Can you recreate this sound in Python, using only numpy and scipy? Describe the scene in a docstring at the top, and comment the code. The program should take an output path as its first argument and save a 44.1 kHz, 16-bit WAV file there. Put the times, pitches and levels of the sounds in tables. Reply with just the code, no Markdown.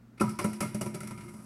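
"""A low hum fills a small room; then comes one big gulp, and a run of bubbles that grow quieter.
Gas is breaking through the liquid in the airlock of a steel vessel. Each bubble gives a low rising
glug, a hollow pop in the plastic chamber and a tick of spray, and the steel rings on faintly.
Gas hisses thinly behind the first bubbles, and the stirred liquid fizzes behind the later ones."""
import sys
import numpy as np
from scipy import signal
from scipy.fft import rfft, irfft
from scipy.io import wavfile

SR = 44100
rng = np.random.default_rng(int(sys.argv[2]) if len(sys.argv) > 2 else 0)


def log_audio(samples):
    """Write samples as a 16-bit WAV file to the path given in sys.argv[1]."""
    # one column per channel
    frames = np.atleast_2d(samples).T
    # limit to full scale, then quantise
    limited = np.clip(frames, -1, 1)
    pcm = np.round(limited * 32767).astype(np.int16)
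    wavfile.write(sys.argv[1], SR, pcm)


N = 63945

# Bursting bubbles: t/s, swell time/s, then level/dB of glug, thump, hollow, pop, snap and spray
BUBBLES = [ (0.174, 0.0043, -80, -71, -61, -62, -55.5, -67.5),
           (0.196, 0.0035, -40, -61, -46.5, -53, -38.5, -46),
           (.2055, 0.0037, -22, -27.5, -26, -24, -40.5, -36.5),
           (.236, 0.00076, -41.5, -38.5, -43, -38, -63, -72),
           (0.273, 0.0034, -32.5, -41.5, -59, -69, -67, -75),
           (0.2901, 0.0015, -63, -52, -48, -71, -48.5, -45),
           (0.3864, 0.0033, -58, -36.5, -34, -30.5, -34.5, -37.5),
           (0.412, 0.0011, -53, -45, -35.5, -64, -46, -48),
           (.4400, 0.0029, -24, -32, -25.5, -34, -40.5, -37),
           (0.53, 0.0012, -36, -56, -53, -58, -48, -45.5),
           (0.6033, 0.0027, -33.5, -32.5, -31.5, -33.5, -33.5, -33.5),
           (.619, 0.0043, -33.5, -34.5, -31.5, -35.5, -45.5, -41.5),
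           (0.7434, 0.0022, -30, -34.5, -35.5, -52, -44.5, -42.5),
           (0.8091, 0.0023, -42, -34.5, -31, -37.5, -41, -37),
           (0.834, 0.0019, -49, -43.5, -39.5, -72, -67, -65),
           (0.857, 0.0033, -34, -37, -34.5, -47.5, -47.5, -46.5),
           (.938, 0.0065, -42, -40, -37.5, -48, -44.5, -43.5),
           (1.0040, 0.00087, -45, -41, -42.5, -57, -48.5, -44.5),
           (1.030, 0.0013, -37, -44, -44.5, -50.5, -48, -49),
           (1.072, 0.00079, -50.5, -42, -55, -53, -47.5, -46),
           (1.107, 0.0012, -40, -40.5, -43.5, -44.5, -50, -50.5),
           (1.175, 0.0013, -44.5, -40.5, -48, -53, -50, -54.5),
           (1.206, 0.0015, -51, -42, -56, -62, -51, -55.5),
           (1.237, 0.0011, -52.5, -45, -59, -52.5, -60, -59), (1.277, 0.0073, -44, -52, -57, -58, -56, -57),
           (1.332, 0.0064, -40.5, -45.5, -50, -61, -59, -59),
           (1.386, 0.0033, -47.5, -47, -59, -77, -61, -78)]


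def amp(db):
    """Turns decibels into a number to multiply by."""
    return 10 ** (np.asarray(db) / 20)


def unit(x):
    """Scales a signal to an average strength (rms) of 1."""
    return x / np.sqrt(np.mean(x ** 2) + 1e-20)


def add(mix, s, sound):
    """Mixes a sound in, starting at s seconds."""
    part = mix[max(round(s * SR), 0):][:len(sound)]
    part += sound[:len(part)]


def colour(x, points, lo=1, hi=SR):
    """Shapes a sound's bass and treble by points (f/Hz, level/dB), softly cut off at lo and hi Hz."""
    hz = np.fft.rfftfreq(len(x), 1 / SR) + 1
    f, db = np.transpose(points)
    edges = 1 / np.sqrt((1 + (lo / hz) ** 12) * (1 + (hz / hi) ** 12))
    gain = amp(np.interp(np.log(hz), np.log(f), db))
    return unit(irfft(rfft(x) * edges * gain, len(x)))


def fade(t, t60):
    """Dies away by 60 dB every t60 seconds."""
    return np.exp(-np.log(1000) * t / t60)


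def rise(t, rise_s):
    """A soft start, from 0 up to 1."""
    return 1 - np.exp(-(t / rise_s) ** 2)


def tone(hz):
    """A pure tone that follows a pitch curve."""
    return np.sqrt(2) * np.sin(2 * np.pi * (np.cumsum(hz) / SR + rng.random()))


def ringing(strikes, rise_s, t60):
    """How strongly a thing rings when struck again and again (strikes: t/s, level/dB)."""
    t = np.arange(N) / SR
    ages = [(np.maximum(t - s, 0), db) for s, db in strikes]
    return np.sqrt(sum((amp(db) * rise(age, rise_s) * fade(age, t60)) ** 2 for age, db in ages))


def room():
    """Mains electricity hums over a soft low rush."""
    hum_tones = [(119, -59.5), (241, -65.5)]  # f/Hz, level/dB
    rush_shape = [(20, -49), (55, -5), (110, -20.5), (240, -1.5), (330, -15.5), (600, -22), (900, -26.5),
                  (1350, -24.5), (3000, -38), (10400, -44.5), (13000, -46)]  # f/Hz, relative level/dB
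    rush = amp(-59.5) * colour(rng.standard_normal(N), rush_shape)
    return rush + sum(amp(db) * tone(np.full(N, hz)) for hz, db in hum_tones)


def chamber():
    """The plastic chamber favours some pitches over others; returns rows of f/Hz, level/dB."""
    broad_shape = [(50, -27), (110, 4), (190, -2), (240, -5), (385, 1), (490, -10), (595, -2.5),
                   (690, -6.5), (800, -8), (1000, -3), (1130, -6), (1320, 0.5), (1650, -16.5),
                   (2150, -13.5), (2850, -22), (3800, -25), (5400, -16), (6800, -17.5), (10600, -10),
                   (12500, -21.5), (15800, -39)]  # f/Hz, relative level/dB
    hz = np.arange(50, 16500, 25.)
    f, db = np.transpose(broad_shape)
    # Narrow peaks and dips: a random point every 120 Hz, about 3 dB in the treble, less below 2500 Hz.
    ripple = np.interp(hz / 120, np.arange(600), rng.standard_normal(600))
    ripple_db = 3 * unit(ripple) * np.minimum(hz / 2500, 1) ** 2
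    return np.transpose([hz, np.interp(np.log(hz), np.log(f), db) + ripple_db])


def burst(swell_s, levels_db, chamber_shape):
    """A bubble's skin tears in a flurry of clicks that die in the chamber and echo in the room."""
    # Thump, hollow, pop, snap and spray, from low to high:
    # lowest f/Hz, extra swell time/s, tear level/dB, tear t60/s, echo level/dB, echo t60/s
    bands = [(77, 0.0017, -8, 0.36, -10.5, 0.74), (263, 0.00067, -8.5, 0.083, -14, 0.42),
             (764, 0.0015, -2.5, 0.088, -20.5, 0.66), (1673, 0.0001, -2.5, 0.083, -10, 0.5),
             (3990, 0.00023, -0.5, 0.071, -8, 0.38)]
    clicks_per_s, click_share = 2800, 0.6
    t, out = np.arange(SR) / SR, np.zeros(SR)
    tops = [band[0] for band in bands[1:]] + [SR]
    for db, top, (lo, lag_s, tear_db, tear_t60, echo_db, echo_t60) in zip(levels_db, tops, bands):
        rise_s = swell_s + lag_s
        clicks = unit(rng.standard_normal(SR) * (rng.random(SR) < clicks_per_s / SR))
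        crackle = np.sqrt(click_share) * clicks + np.sqrt(1 - click_share) * rng.standard_normal(SR)
        tear = amp(tear_db) * colour(crackle, chamber_shape, lo, top)
        tear *= fade(np.maximum(t - 2 * rise_s, 0), tear_t60)
        echo = amp(echo_db) * colour(rng.standard_normal(SR), chamber_shape, lo, top)
        out += amp(db) * rise(t, rise_s) * (tear + echo * fade(t, echo_t60))
    return out


def knock(swell_s, thump_db, hollow_db):
    """A bubble knocks the air in the chamber; the moving liquid shifts its notes a little each time."""
    # The air's deep notes and its hollow ones: f/Hz, relative level/dB, t60/s
    thump_notes = [(124.2, -5.5, 0.18), (181, -4.5, 0.11)]
    hollow_notes = [(274.8, -17, 0.16), (315.7, -12.5, 0.16), (382.6, -10.5, 0.12), (588.3, -10.5, 0.11)]
    t, rise_s = np.arange(SR // 2) / SR, swell_s + 0.0022
    age = np.maximum(t - 2 * rise_s, 0)
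    out = np.zeros(len(t))
    for level_db, notes in (thump_db, thump_notes), (hollow_db, hollow_notes):
        for hz, db, t60 in notes:
            shifted_hz = hz * (1 + 0.016 * rng.standard_normal())
            out += amp(level_db + db) * fade(age, t60) * tone(np.full(len(t), shifted_hz))
    return rise(t, rise_s) * out


def glugs():
    """The gas pocket rings low; each bubble pulls its pitch down, and it rises as liquid falls back."""
    rest_hz, pitch_sag, rise_s = 215.6, 0.12, 0.00826
    strikes = [(s, glug_db) for s, _, glug_db, *_ in BUBBLES]
    level = ringing(strikes, rise_s, t60=0.344)
    freshness = ringing(strikes, rise_s, t60=0.075) / (level + 1e-9)
    return level * tone(rest_hz * (1 - pitch_sag * freshness))


def vessel():
    """The steel rings faintly and unevenly after the pops."""
    steel_notes = [(351.5, -33.5, 0.92), (968, -33.5, 0.56), (1228, -41, 0.62), (1352, -40.5, 0.54),
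                   (2120, -34.5, 0.26), (2095, -40.5, 0.11)]  # f/Hz, relative level/dB, t60/s
    wavers_per_s, waver_db, pitch_waver = 38, 6, 0.00275
    # A pop that is 1 dB louder strikes the steel 0.52 dB harder.
    strikes = [(s, 0.52 * pop_db) for s, _, _, _, _, pop_db, _, _ in BUBBLES]
    t, out = np.arange(N) / SR, np.zeros(N)
    for hz, db, t60 in steel_notes:
        waver = np.interp(t * wavers_per_s, np.arange(100), rng.standard_normal(100))
        level = amp(db + waver_db * waver) * ringing(strikes, rise_s=0.0054, t60=t60)
        out += level * tone(hz * (1 + pitch_waver * waver))
    return out


def blips():
    """Small bubbles each sing a short, slightly rising note as they pinch off."""
    small_bubbles = [(0.196, 2535, -42, 0.035), (.206, 303, -21, 0.013), (0.213, 1321, -25.5, 0.038),
                     (0.219, 986, -34, 0.057), (0.216, 382, -30.5, 0.1), (0.277, 1302, -37.5, 0.092),
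                     (.389, 1056, -31, 0.048), (.812, 2880, -44.5, 0.033), (.815, 576, -44, 0.031),
                     (1.005, 2050, -47.5, 0.035), (1.008, 1354, -43, 0.025)]  # t/s, f/Hz, level/dB, t60/s
    rise_s, glide_per_s = 0.003, 0.24
    t, out = np.arange(SR // 2) / SR, np.zeros(N)
    for s, hz, db, t60 in small_bubbles:
        level = amp(db) * rise(t, rise_s) * fade(np.maximum(t - 2 * rise_s, 0), t60)
        add(out, s, level * tone(hz * (1 + glide_per_s * t)))
    return out


def squeeze():
    """Gas squeezes through the airlock's wet stem with a thin hiss."""
    hiss_levels = [(.22, -61), (.275, -79), (.3, -58), (.412, -78), (0.43, -50), (.445, -86), (.57, -60)]  # t/s, level/dB
    s, db = np.transpose(hiss_levels)
    hiss = colour(rng.standard_normal(N), [(2200, -45), (5400, 0), (8600, -45)])
    return hiss * np.interp(np.arange(N) / SR, s, amp(db), left=0, right=0)


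def froth(chamber_shape):
    """The stirred liquid fizzes softly as the bubbling dies down."""
    start_s, clicks_per_s = 0.62, 670
    age = np.maximum(np.arange(N) / SR - start_s, 0)
    fizz = rng.standard_normal(N) * (0.32 + (rng.random(N) < clicks_per_s / SR))
    return amp(-55.5) * rise(age, rise_s=0.71) * colour(fizz, chamber_shape, lo=290)


def scene():
    """Mixes the bubbling airlock with the hum of the room."""
    chamber_shape = chamber()
    mix = room() + squeeze() + froth(chamber_shape) + glugs() + vessel()
    for s, swell_s, _, thump_db, hollow_db, pop_db, snap_db, spray_db in BUBBLES:
        add(mix, s, burst(swell_s, [thump_db, hollow_db, pop_db, snap_db, spray_db], chamber_shape))
        add(mix, s, knock(swell_s, thump_db, hollow_db))
    return (mix + blips())[None]


def record(dry):
    """Cuts off the highest treble, above 15900 Hz."""
    treble_cut = signal.firwin(511, 15900, window=("kaiser", 9), fs=SR)
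    return signal.oaconvolve(dry, treble_cut[None], "same")


dry = scene()
out = record(dry)
log_audio(out)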